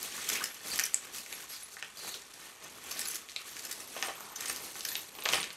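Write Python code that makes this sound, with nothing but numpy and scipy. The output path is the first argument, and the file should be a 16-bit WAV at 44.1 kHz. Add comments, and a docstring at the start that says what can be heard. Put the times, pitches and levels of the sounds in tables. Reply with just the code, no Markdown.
"""In a small room, close to a phone, costume jewellery is worked out of a plastic bag onto a wooden tray.
Each tug buckles the thin plastic in many tiny spots, so it crinkles, and its creases snap.
Beads and brooches grind, rattle and clack against each other, and the tray answers with a dull knock.
Fine metal links ring high above the rest, and later on chains spill out and jingle."""
import sys
import numpy as np
from scipy import signal
from scipy.fft import rfft, irfft
from scipy.io import wavfile
from scipy.ndimage import uniform_filter1d

SR = 44100
rng = np.random.default_rng(int(sys.argv[2]) if len(sys.argv) > 2 else 0)


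def transcribe(signal):
    """Save signal, clipped to [-1, 1], as a 16-bit WAV file at the path in sys.argv[1]."""
    frames = np.atleast_2d(signal).T
    limited = np.clip(frames, -1, 1)
    pcm = np.round(limited * 32767).astype(np.int16)
    wavfile.write(sys.argv[1], SR, pcm)


N = 245195

# A "ring time" (t60 in the code) is how long a sound takes to fade by 60 dB.
# the hush of the room: (pitch [Hz], level [dB])
AIR_TONE = [(20, -22), (45, -1), (68, -5), (120, -2.5), (300, -9.5), (1000, 0), (4000, -16.5),
            (15000, -53)]
# the heap settling on the table: (time [s], level [dB])
THUDS = [(.71, -55), (5.336, -47.5)]
# tugs at the bag: (start [s], length [s], crinkle [dB], grinding [dB], tray rumble [dB], sizzle [dB])
TUGS = [(-.12, 0.19, -40.5, -46, -52, -46), (0.05, .18, -40.5, -43, -54, -46.5),
        (0.236, 0.095, -38.5, -40.5, -49, -41.5), (0.285, 0.15, -44.5, -43.5, -52, -48),
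        (0.593, 0.16, -38.5, -44, -50, -42.5), (0.795, 0.061, -51, -48, -60, -55),
        (0.93, 0.01, -44.5, -48.5, -58, -49), (0.51, 0.063, -51, -55.5, -64, -57),
        (1.008, 0.043, -49, -52, -56, -54), (1.111, 0.056, -41, -49, -55.5, -43.5),
        (1.215, 0.2, -46.5, -49.5, -56.5, -49), (1.481, 0.051, -43, -48, -76, -47),
        (1.682, 0.055, -49.5, -69, -84, -53), (1.565, 0.042, -50.5, -69, -73, -60),
        (1.76, .07, -55, -53, -69, -72), (1.934, 0.15, -43.5, -49, -53.5, -47.5),
        (2.105, 0.056, -48, -53.5, -57.5, -51.5), (2.29, 0.18, -51, -52, -60, -53.5),
        (2.67, .1, -55.5, -56, -59.5, -54.5), (2.58, 0.074, -51.5, -52, -55, -61),
        (2.764, 0.25, -43.5, -46, -52.5, -46.5), (3.043, 0.096, -45.5, -47, -56, -49),
        (3.268, 0.034, -51, -61, -81, -57), (3.37, .04, -52, -53, -72, -56),
        (3.439, 0.046, -45.5, -50.5, -59, -49.5), (3.475, 0.2, -45, -51, -55.5, -51),
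        (3.721, 0.087, -47, -53, -55, -50.5), (3.817, 0.25, -44.5, -49, -52.5, -48.5),
        (4.07, 0.22, -50.5, -54, -57.5, -55), (4.358, 0.086, -43.5, -44, -52, -48.5),
        (4.446, 0.053, -39.5, -42, -49, -43.5), (4.523, 0.1, -46.5, -53, -52, -47.5),
        (4.636, 0.037, -46, -53, -58, -52), (4.682, 0.067, -50, -66, -74, -52),
        (4.973, 0.078, -52.5, -63, -62, -57), (4.626, 0.35, -45, -49, -54, -48.5),
        (5.077, 0.2, -49, -52, -51.5, -51.5), (5.274, 0.067, -35.5, -37, -41.5, -41.5),
        (5.404, 0.059, -53, -49, -61, -60)]
# tone of the tray, the heap, and the bag's crinkle, sizzle and sparkle: (pitch [Hz], level [dB])
TRAY_TONE = [(30, -32), (65, -5.5), (105, -10), (200, -4), (380, 1.5), (800, -2.5), (1100, 0), (1800, -40)]
HEAP_TONE = [(400, -22), (900, -6), (1300, -1.5), (2300, 3.5), (3300, 1), (4300, -6), (7000, -26),
             (15000, -43)]
CRINKLE_TONE = [(2000, -30.5), (3600, 1), (4400, 2.5), (5100, -2.5), (6200, -0.5), (7600, 0.5), (9000, 1),
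                (10500, -9.5), (14000, -43.5)]
SIZZLE_TONE = [(6500, -28), (9000, -4.5), (10000, 1.5), (11200, 5.5), (12600, 3), (13800, -14),
               (15800, -33.5)]
SPARKLE_TONE = [(11000, -32), (13300, -1), (14300, 7), (15000, -5), (15800, -1)]
# pitches that stand out in the rustle and hits, low woody ones and two bright bands:
# (pitch [Hz], width [Hz], level [dB])
STANDOUT_PITCHES = [(180, 34, -9), (300, 20, -19), (409, 11, -16), (793, 94, -11), (1270, 170, -10.5),
                    (1836, 58, -9), (2520, 990, -20.5), (3330, 250, -12.5), (6120, 1000, -8),
                    (11000, 880, -21)]
# pieces chattering as they slide: (start [s], length [s], pitch [Hz], level [dB], pitch spread [share])
RATTLES = [(0.35, 0.037, 2470, -37.5, 0.22), (0.404, .015, 1396, -35, 0.28), (.49, 0.07, 11400, -55, 0.017),
           (0.709, 0.033, 4550, -37.5, 0.073), (1.322, 0.036, 11300, -47.5, .01),
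           (1.49, 0.051, 11400, -49, 0.0082), (2.085, 0.045, 12160, -57, .008),
           (1.51, 0.055, 4630, -47.5, 0.14), (1.968, 0.11, 4460, -49, 0.114),
           (2.081, 0.094, 4270, -47, 0.126), (3.07, .1, 6150, -47.5, 0.03), (3.59, .006, 4720, -45, .1),
           (3.651, .003, 5000, -41, 0.047), (3.709, .007, 4850, -39, 0.13), (4.037, 0.04, 915, -42, 0.4),
           (4.033, 0.048, 8800, -48, .07), (4.154, 0.23, 1140, -49, 0.32), (4.353, 0.02, 6120, -43, 0.047),
           (4.478, 0.026, 8850, -40, .06), (4.87, 0.04, 12300, -45, 0.056), (4.922, .018, 12200, -41, .03)]
# small metal parts ringing freely: (time [s], pitch [Hz], level [dB], ring time [s])
TINKLES = [(0.837, 5930, -27, 0.044), (1.632, 10780, -42.5, 0.14), (3.073, 10790, -37.5, 0.2),
           (3.217, 12970, -60, .1), (3.65, 11400, -41, 0.06), (3.694, 12900, -50, .04),
           (3.832, 11400, -53, .04), (3.876, 12600, -49, .045), (4.153, 12930, -52, 0.24),
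           (4.201, 12950, -51, 0.18), (4.205, 13570, -50, 0.1), (4.32, 13350, -50, .07),
           (4.526, 12300, -41, 0.033), (4.56, 12970, -46, .14), (4.965, 12960, -40, .2),
           (5.15, 13587, -51, .2), (5.205, 8950, -46, 0.038), (5.2365, 12990, -41, 0.19),
           (5.289, 12960, -52, .15), (5.319, 10600, -46, 0.037), (5.345, 9170, -39, 0.052),
           (5.35, 9140, -37, 0.054), (5.36, 9150, -39, .08), (5.405, 9100, -36.5, 0.067)]
# the notes in one hard, bright snap: (pitch [Hz], level [dB], ring time [s])
SNAP_NOTES = [(2300, -26.5, 0.0056), (5000, -27, 0.0055), (7050, -19.5, 0.011), (7860, -6.5, 0.0047),
              (8400, -13, 0.0032), (11230, -24, 0.0055)]
# creases of the bag giving way: (time [s], length [s], level [dB], brightness [dB])
CREASES = [(0.028, 0.0033, -34.5, 7), (0.243, .005, -39, -6), (0.289, .004, -28, -1),
           (.299, 0.0028, -33.5, 0), (0.331, .011, -31.5, -2.5), (.351, 0.013, -34.5, -7),
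           (0.439, 0.0026, -28, 0), (0.456, 0.0038, -36.5, -8.5), (0.543, 0.0032, -46, 3),
           (.68, 0.0074, -40, 7), (0.7366, 0.0034, -36, -3), (0.758, .002, -33.5, 0),
           (0.779, 0.0032, -35, 9), (0.7953, 0.0027, -28, 1.5), (0.8, 0.0027, -33, -0.5),
           (0.8387, 0.0027, -31.5, -3), (0.852, .006, -32, 0), (.863, .002, -35, -1),
           (1.1453, 0.0038, -44, -7), (1.1825, 0.0043, -41, -3), (1.72, .006, -51.5, -6),
           (1.7975, .002, -52, -5), (1.9717, 0.0037, -46, 0), (2.069, 0.0033, -46, 0),
           (2.09, 0.0039, -40, -1), (2.218, 0.0031, -49, -5), (2.336, 0.0058, -46, -1),
           (2.6382, .009, -44.5, 0), (2.8387, .003, -49, 2), (2.911, 0.0067, -34, -0.5),
           (2.924, 0.0034, -41, -2), (2.969, 0.021, -37, -2), (2.992, 0.0028, -31, -2),
           (3.004, 0.0061, -36, 3), (3.011, 0.0077, -34, -1.5), (3.053, 0.0077, -34, -3),
           (3.083, 0.0062, -33, 5), (3.1054, .011, -35.5, 4), (3.143, .008, -36.5, 2.5),
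           (3.1555, 0.0031, -34, 1.5), (3.163, .006, -42, -1), (3.593, .003, -41.5, -1),
           (3.651, .002, -40, -2), (3.67, 0.0035, -49, 0), (3.7115, 0.0042, -34.5, -1),
           (3.716, 0.0038, -39.5, -2.5), (3.725, .005, -37, -1), (3.802, .004, -41.5, -2),
           (4.3594, 0.0042, -37, -1.5), (4.406, 0.0045, -34.5, -1), (4.4567, .004, -35.5, -4),
           (4.4967, .003, -34, -1.5), (4.642, .005, -43, 1), (4.792, .004, -42.5, 2),
           (4.8502, 0.0035, -30.5, -1.5), (4.8861, .005, -32.5, -1.5), (4.9152, 0.0043, -39, -6),
           (5.5283, 0.0033, -46, 4)]
# the hardest hits between pieces; knock and crack are relative to the level:
# (time [s], main pitch [Hz], level [dB], tray knock [dB], crack [dB])
CLACKS = [(0.2994, 2200, -31.5, -19, -4), (0.3557, 2490, -40, -17, -5), (0.7901, 2330, -29, -20, 1.5),
          (0.7954, 2240, -27.5, -21, 0), (0.812, 1900, -33, -16, -11), (1.262, 2380, -43, -24, -7),
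          (1.3265, 3030, -36, -15, -3), (1.5044, 4200, -46.5, -5.5, -13), (1.768, 1780, -40.5, -16, -18),
          (1.8258, 2370, -33, -16.5, -12), (2.015, 4400, -54, -14, -3), (2.0466, 4300, -45.5, -1, -13),
          (2.142, 4050, -37, -30, -9), (3.288, 3120, -42.5, -28, -13), (3.297, 4380, -45, -25, -15),
          (3.3183, 3100, -53, -7, 6), (3.3626, 3300, -29, -27, -8), (3.387, 3000, -51, -22, -14),
          (3.5671, 2360, -41, -23, -3), (3.9645, 2310, -38.5, 0, -13), (3.9768, 3000, -47, -6, -13),
          (3.991, 3000, -46, -2, -5), (4.026, 2570, -28, -6.5, -3.5), (4.0615, 2280, -40, -6, -14),
          (4.0845, 2310, -37, 0.5, -10), (4.092, 1300, -43, 1.5, -14), (4.1, 1900, -49, 0, -7),
          (4.115, 1500, -47, 0, -9), (4.2068, 1280, -44.5, -12, -0.5), (4.3192, 1480, -50, -3, -8),
          (4.4997, 2100, -35, -14, -5), (4.562, 4900, -40.5, -21, 1), (4.755, 1900, -44, -6.5, -8),
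          (4.8074, 4420, -36.5, -33, -3), (4.954, 3400, -28, -23, -5), (5.152, 3240, -45.5, -10, -17),
          (5.187, 3180, -43.5, 1.5, -20), (5.223, 3450, -39.5, -15, -9), (5.2547, 3430, -27.5, -14, -24),
          (5.258, 2280, -25, -7, -9.5), (5.2886, 3380, -24.5, -11, -7.5), (5.3015, 3060, -42, -8, -10),
          (5.3273, 3000, -33, -15, -3), (5.3328, 4200, -31.5, -12, -4), (5.3349, 2350, -22.5, -8.5, -13),
          (5.3428, 3630, -28, -13, -12), (5.3468, 2350, -33, -12, -7), (5.356, 3300, -33, -10, -2),
          (5.369, 3450, -35.5, -10, -9), (5.3758, 2320, -37, -14, -14), (5.3852, 2240, -39, -21, -16),
          (5.401, 3380, -32, -19, -17), (5.414, 3280, -37, -23, -12), (5.4295, 3540, -32, -28, -12),
          (5.441, 2900, -36.5, -22, -2), (5.5043, 3220, -38, -28, -15)]

# pitch ranges of the parts of a hit: (lowest [Hz], highest [Hz])
KNOCK_BAND, TRAY_RING_BAND, BODY_BAND = (350, 1300), (480, 1150), (1400, 4400)
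CRACK_BAND, SIZZLE_BAND, SPARKLE_BAND = (4300, 8800), (9100, 13800), (13500, 15600)


def gain(db):
    """Turn decibels into a number to multiply by."""
    return 10 ** (np.asarray(db) / 20)


def unit(x):
    """Scale a sound to an average strength (rms) of 1."""
    return x / np.sqrt(np.mean(x ** 2))


def at_level(x, db, spread_s=.004):
    """Scale a short sound so that its energy, spread over spread_s, has this level."""
    return x * gain(db) * np.sqrt(spread_s * SR / np.sum(x ** 2))


def add(out, start, x):
    """Mix x into out from a start time in seconds."""
    i = max(int(start * SR), 0)
    out[i:i + len(x)] += x[:max(len(out) - i, 0)]


def fade_in(x, rise_s):
    """Soften the start of a sound."""
    return x * np.minimum(np.arange(len(x)) / SR / rise_s, 1)


def bandpass(x, band, order):
    """Keep one range of pitches; a higher order cuts more sharply."""
    return signal.sosfilt(signal.butter(order, band, "bandpass", fs=SR, output="sos"), x)


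def colour(x, tone, size=2048):
    """Filter a sound so that it follows a tone table."""
    hz, db = np.transpose(tone)
    grid = np.maximum(np.arange(size // 2 + 1) * SR / size, 1)
    curve = gain(np.interp(np.log(grid), np.log(hz), db))
    # folding the cepstrum makes the filter ring only after a click, never before it
    cepstrum = irfft(np.log(curve))
    cepstrum[1:size // 2] *= 2
    cepstrum[size // 2 + 1:] = 0
    return signal.fftconvolve(x, irfft(np.exp(rfft(cepstrum))))[:len(x)]


def ring(hz, t60, size=1500):
    """One fading note (or one for each pitch in a column)."""
    t = np.arange(size) / SR
    return np.sin(2 * np.pi * hz * t) * np.exp(-np.log(1000) * t / t60)


def cluster(band, t60, count=9, size=1500):
    """An uneven piece rings with many close notes at once."""
    hz = band[0] + (band[1] - band[0]) * (np.arange(count) + rng.random(count)) / count
    notes = rng.choice([-1, 1], count) @ ring(hz[:, None], t60, size)
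    return bandpass(notes, band, 3)


def wander(rate):
    """Glide to a new random value, rate times a second."""
    step = max(int(SR / rate), 1)
    held = rng.standard_normal(N)[np.arange(N) // step]
    return np.sqrt(3 / 2) * uniform_filter1d(held, step)


def grains(rate, spread_db):
    """Tiny random clicks, about rate a second: many faint, a few strong."""
    strength = gain(spread_db * np.minimum(rng.exponential(size=N), 4))
    return unit((rng.random(N) < rate / SR) * strength * rng.choice([-1, 1], N))


def pings(low_hz, high_hz, rate, t60, spread_db):
    """A stream of tiny hits, each with its own pitch, strength and ring time."""
    out = np.zeros(N)
    for when, pitch, softness, hold in rng.random((int(rate * N / SR), 4)):
        strength = gain(-spread_db * np.log(max(softness, .04)))
        note = ring(low_hz * (high_hz / low_hz) ** pitch, t60 * (.5 + hold), size=1000)
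        add(out, when * N / SR, strength * note)
    return unit(bandpass(out, (.9 * low_hz, 1.1 * high_hz), 2))


def air(level_db=-63.5):
    """The faint, steady hush of a still room."""
    return gain(level_db) * unit(colour(rng.standard_normal(N), AIR_TONE))


def room_echo(x, level_db=-10.5, low_t60=.25, treble_t60=.22, onset_s=.00061):
    """Sound bounces off the table and walls; the treble dies a little sooner."""
    t = np.arange(SR // 2) / SR
    noise = rng.standard_normal(len(t))
    low = signal.sosfiltfilt(signal.butter(2, 5000, fs=SR, output="sos"), noise)
    tail = low * gain(-60 * t / low_t60) + .82 * (noise - low) * gain(-60 * t / treble_t60)
    tail *= np.clip(t / onset_s - .5, 0, 1)
    return gain(level_db) * signal.fftconvolve(x, tail / np.sqrt(np.sum(tail ** 2)))[:N]


def thuds():
    """The table gives softly under the settling heap."""
    out = np.zeros(N)
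    boom = fade_in(ring(hz=71.5, t60=.22, size=SR // 3), rise_s=.016)
    for start, db in THUDS:
        add(out, start, gain(db) * boom)
    return out


def boost_pitches(x):
    """Make a few pitches stand out: low, woody ones and two bright bands."""
    peaks = sum(gain(db) * signal.lfilter(*signal.iirpeak(hz, hz / width, SR), x)
                for hz, width, db in STANDOUT_PITCHES)
    return .89 * (x + peaks)


def handling(grip_share=.4, swell_db=7.5, release_db_per_s=115.5):
    """Crinkle, grinding, rumble and sizzle over time, in dB: each tug grips, builds and lets go."""
    t = np.arange(N) / SR
    resting_db = [[-57.5], [-60], [-66.5], [-60.5]]  # the hands never hold quite still
    power = gain(resting_db) ** 2 * np.ones(N)
    for start, length, *levels_db in TUGS:
        age = t - start
        grip = np.clip(age / (grip_share * length), 0, 1)
        build_db = -swell_db * np.clip(1 - age / length, 0, 1)
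        release_db = -release_db_per_s * np.maximum(age - length, 0)
        power += np.outer(gain(levels_db), grip * gain(build_db + release_db)) ** 2
    # a knock on the tray briefly sets the heap grinding
    jostle = gain(-6 - 208 * t[:SR // 2])
    for start, _, db, knock_db, _ in CLACKS:
        add(power[1], start, (gain(db + knock_db) * jostle) ** 2)
    return 10 * np.log10(power)


def rustle(crackle_from_db=-53, sparkle_from_db=-49, spill_s=3.5):
    """Sliding pieces and buckling plastic shed countless clicks as the load slips in fits and starts."""
    crinkle_db, grind_db, rumble_db, sizzle_db = handling()
    slip = wander(rate=130)
    buckles = grains(rate=2600, spread_db=2)
    contacts = grains(rate=2000, spread_db=2.5)
    beads = pings(989, 4170, rate=260, t60=.026, spread_db=2)
    clasps = pings(4010, 9400, rate=380, t60=.0057, spread_db=1.5)
    links = pings(8830, 13600, rate=300, t60=.01, spread_db=5.5)
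    crinkle = unit(unit(colour(buckles, CRINKLE_TONE)) + .6 * clasps)
    crinkle *= gain(crinkle_db + slip - 1.62)
    # slack plastic rustles evenly, tight plastic crackles
    tightness = (2 + np.tanh((sizzle_db - crackle_from_db) / 3)) / 2
    crackle = grains(rate=2600, spread_db=6)
    fizz = unit(colour(buckles + .47 * tightness * crackle, SIZZLE_TONE))
    sizzle = unit(fizz + .3 * tightness * links) * gain(sizzle_db + 1.9 * slip - 3.5)
    # every contact in the heap also shakes the tray
    scrape = unit(colour(contacts + .47 * buckles, HEAP_TONE))
    grind = unit(scrape + .6 * beads) * gain(grind_db + 1.1 * slip - .5)
    bumps = contacts + .64 * grains(rate=1500, spread_db=3)
    rumble = unit(colour(bumps, TRAY_TONE)) * gain(rumble_db + slip + 1)
    # the highest sparkle fades away faster than the rest when the rustle is quiet
    fade_db = 1.4 * np.minimum(sizzle_db - sparkle_from_db, 0)
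    glints = buckles + grains(rate=2600, spread_db=3) / 2
    sparkle = unit(colour(glints, SPARKLE_TONE)) * gain(sizzle_db + fade_db + 2.4 * slip - 11.5)
    # chains jingle once they spill out of the bag
    spilled = np.arange(N) / SR > spill_s
    chains = pings(8000, 14300, rate=450, t60=.014, spread_db=6.5) * gain(sizzle_db - 6) * spilled
    return crinkle + sizzle + sparkle + chains + grind + rumble


def rattles(hits_per_s=260, t60=.021):
    """A sliding piece is struck again and again, never quite at the same spot."""
    out = np.zeros(N)
    for start, length, hz, db, spread in RATTLES:
        count = int(hits_per_s * length) + 1
        for k, (when, pitch, strength) in enumerate(rng.random((count, 3))):
            tick = (.5 + strength) * ring(hz * (1 + spread * (2 * pitch - 1)), t60)
            tick = fade_in(tick, rise_s=3 / hz)  # a glancing touch swells over a few cycles
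            add(out, start + length * (k + when) / count, 2 * gain(db) * tick)
    return out


def tinkles(beat_hz=70):
    """Links and rings tick, then sound a high note that wavers because they are not quite round."""
    out = np.zeros(N)
    for start, hz, db, t60 in TINKLES:
        note = ring(hz, t60, size=SR // 3) + gain(-8) * ring(hz + beat_hz, t60, size=SR // 3)
        add(out, start, gain(db + 3) * fade_in(note, rise_s=.00069))
        add(out, start, at_level(cluster(SIZZLE_BAND, t60=.006), db - 8))
    return out


def snap(start_s=.9435, rise_s=.0003):
    """One small hard piece flicks against another right under the microphone."""
    out = np.zeros(N)
    notes = sum(gain(db) * ring(hz, t60) for hz, db, t60 in SNAP_NOTES)
    t = np.arange(len(notes)) / SR
    onset = 1 - np.exp(-(t / rise_s) ** 2)
    add(out, start_s, gain(4.5) * notes * onset)
    return out


def creases(buckles_per_s=2200, patch_hz=6780):
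    """A crease gives way in a run of buckles that ring the plastic: short runs snap, long ones rasp."""
    out = np.zeros(N)
    for start, length, db, bright_db in CREASES:
        run = np.zeros(SR // 20)
        count = int(buckles_per_s * length) + 1
        for k, (when, strength, side) in enumerate(rng.random((count, 3))):
            click = (.5 + strength) * np.sign(side - .5)
            add(run, length * (k + when) / count, np.array([click]))
        parts = ((BODY_BAND, -7 - bright_db), (CRACK_BAND, 0),
                 (SIZZLE_BAND, bright_db - 1.5), (SPARKLE_BAND, bright_db - 21))
        pop = sum(at_level(signal.fftconvolve(run, cluster(band, t60=.003, count=16)), part_db)
                  for band, part_db in parts)
        # one flat patch of plastic adds its own note, higher for a brighter crease
        hz = patch_hz * np.sqrt(gain(bright_db)) * 2 ** (rng.random() - .5)
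        patch = signal.fftconvolve(run, ring(hz, t60=.0059))
        add(out, start, at_level(pop + at_level(patch, -8), db + 1))
    return out


def clacks(t60=.007, contact_top_hz=6300):
    """Beads and brooches collide: a sharp click, notes the heap smothers, and a short ring of the tray."""
    out = np.zeros(N)
    for start, hz, db, knock_db, crack_db in CLACKS:
        low_hz, high_hz = hz / 1.69, hz * 1.43
        notes = cluster((low_hz, high_hz), t60, count=12)
        contact = bandpass(signal.unit_impulse(len(notes)), (low_hz, contact_top_hz), 4)
        body = at_level(notes, 0) + at_level(ring(hz, t60=.005), -7) + at_level(contact, -9)
        knock = at_level(cluster(KNOCK_BAND, t60=.009), knock_db)
        crack = at_level(cluster(CRACK_BAND, .41 * t60), crack_db)
        sizzle = at_level(cluster(SIZZLE_BAND, .7 * t60), crack_db - 13)
        add(out, start, gain(db - 1.5) * (at_level(body, 0) + knock + crack + sizzle))
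        tray_ring = cluster(TRAY_RING_BAND, t60=.083, count=14, size=4096)
        add(out, start, at_level(tray_ring, db + knock_db - 4))
    return out


def scene():
    """Bag and jewellery in the room; the sharp hits echo most, the high tinkles least."""
    sliding = boost_pitches(rustle()) + rattles()
    hits = boost_pitches(clacks() + creases())
    flick, metal = snap(), tinkles()
    echo = room_echo(gain(-3.5) * sliding + gain(6) * hits + gain(3) * flick + gain(-10) * metal)
    return (air() + echo + thuds() + sliding + metal + flick + hits)[None]


def record(dry):
    """The phone cuts the deepest bass (below 46 Hz) and the highest treble (above 15700 Hz)."""
    dry = signal.sosfilt(signal.butter(3, 46, "highpass", fs=SR, output="sos"), dry)
    return signal.sosfilt(signal.ellip(10, .2, 80, 15700, fs=SR, output="sos"), dry)


dry = scene()
out = record(dry)
transcribe(out)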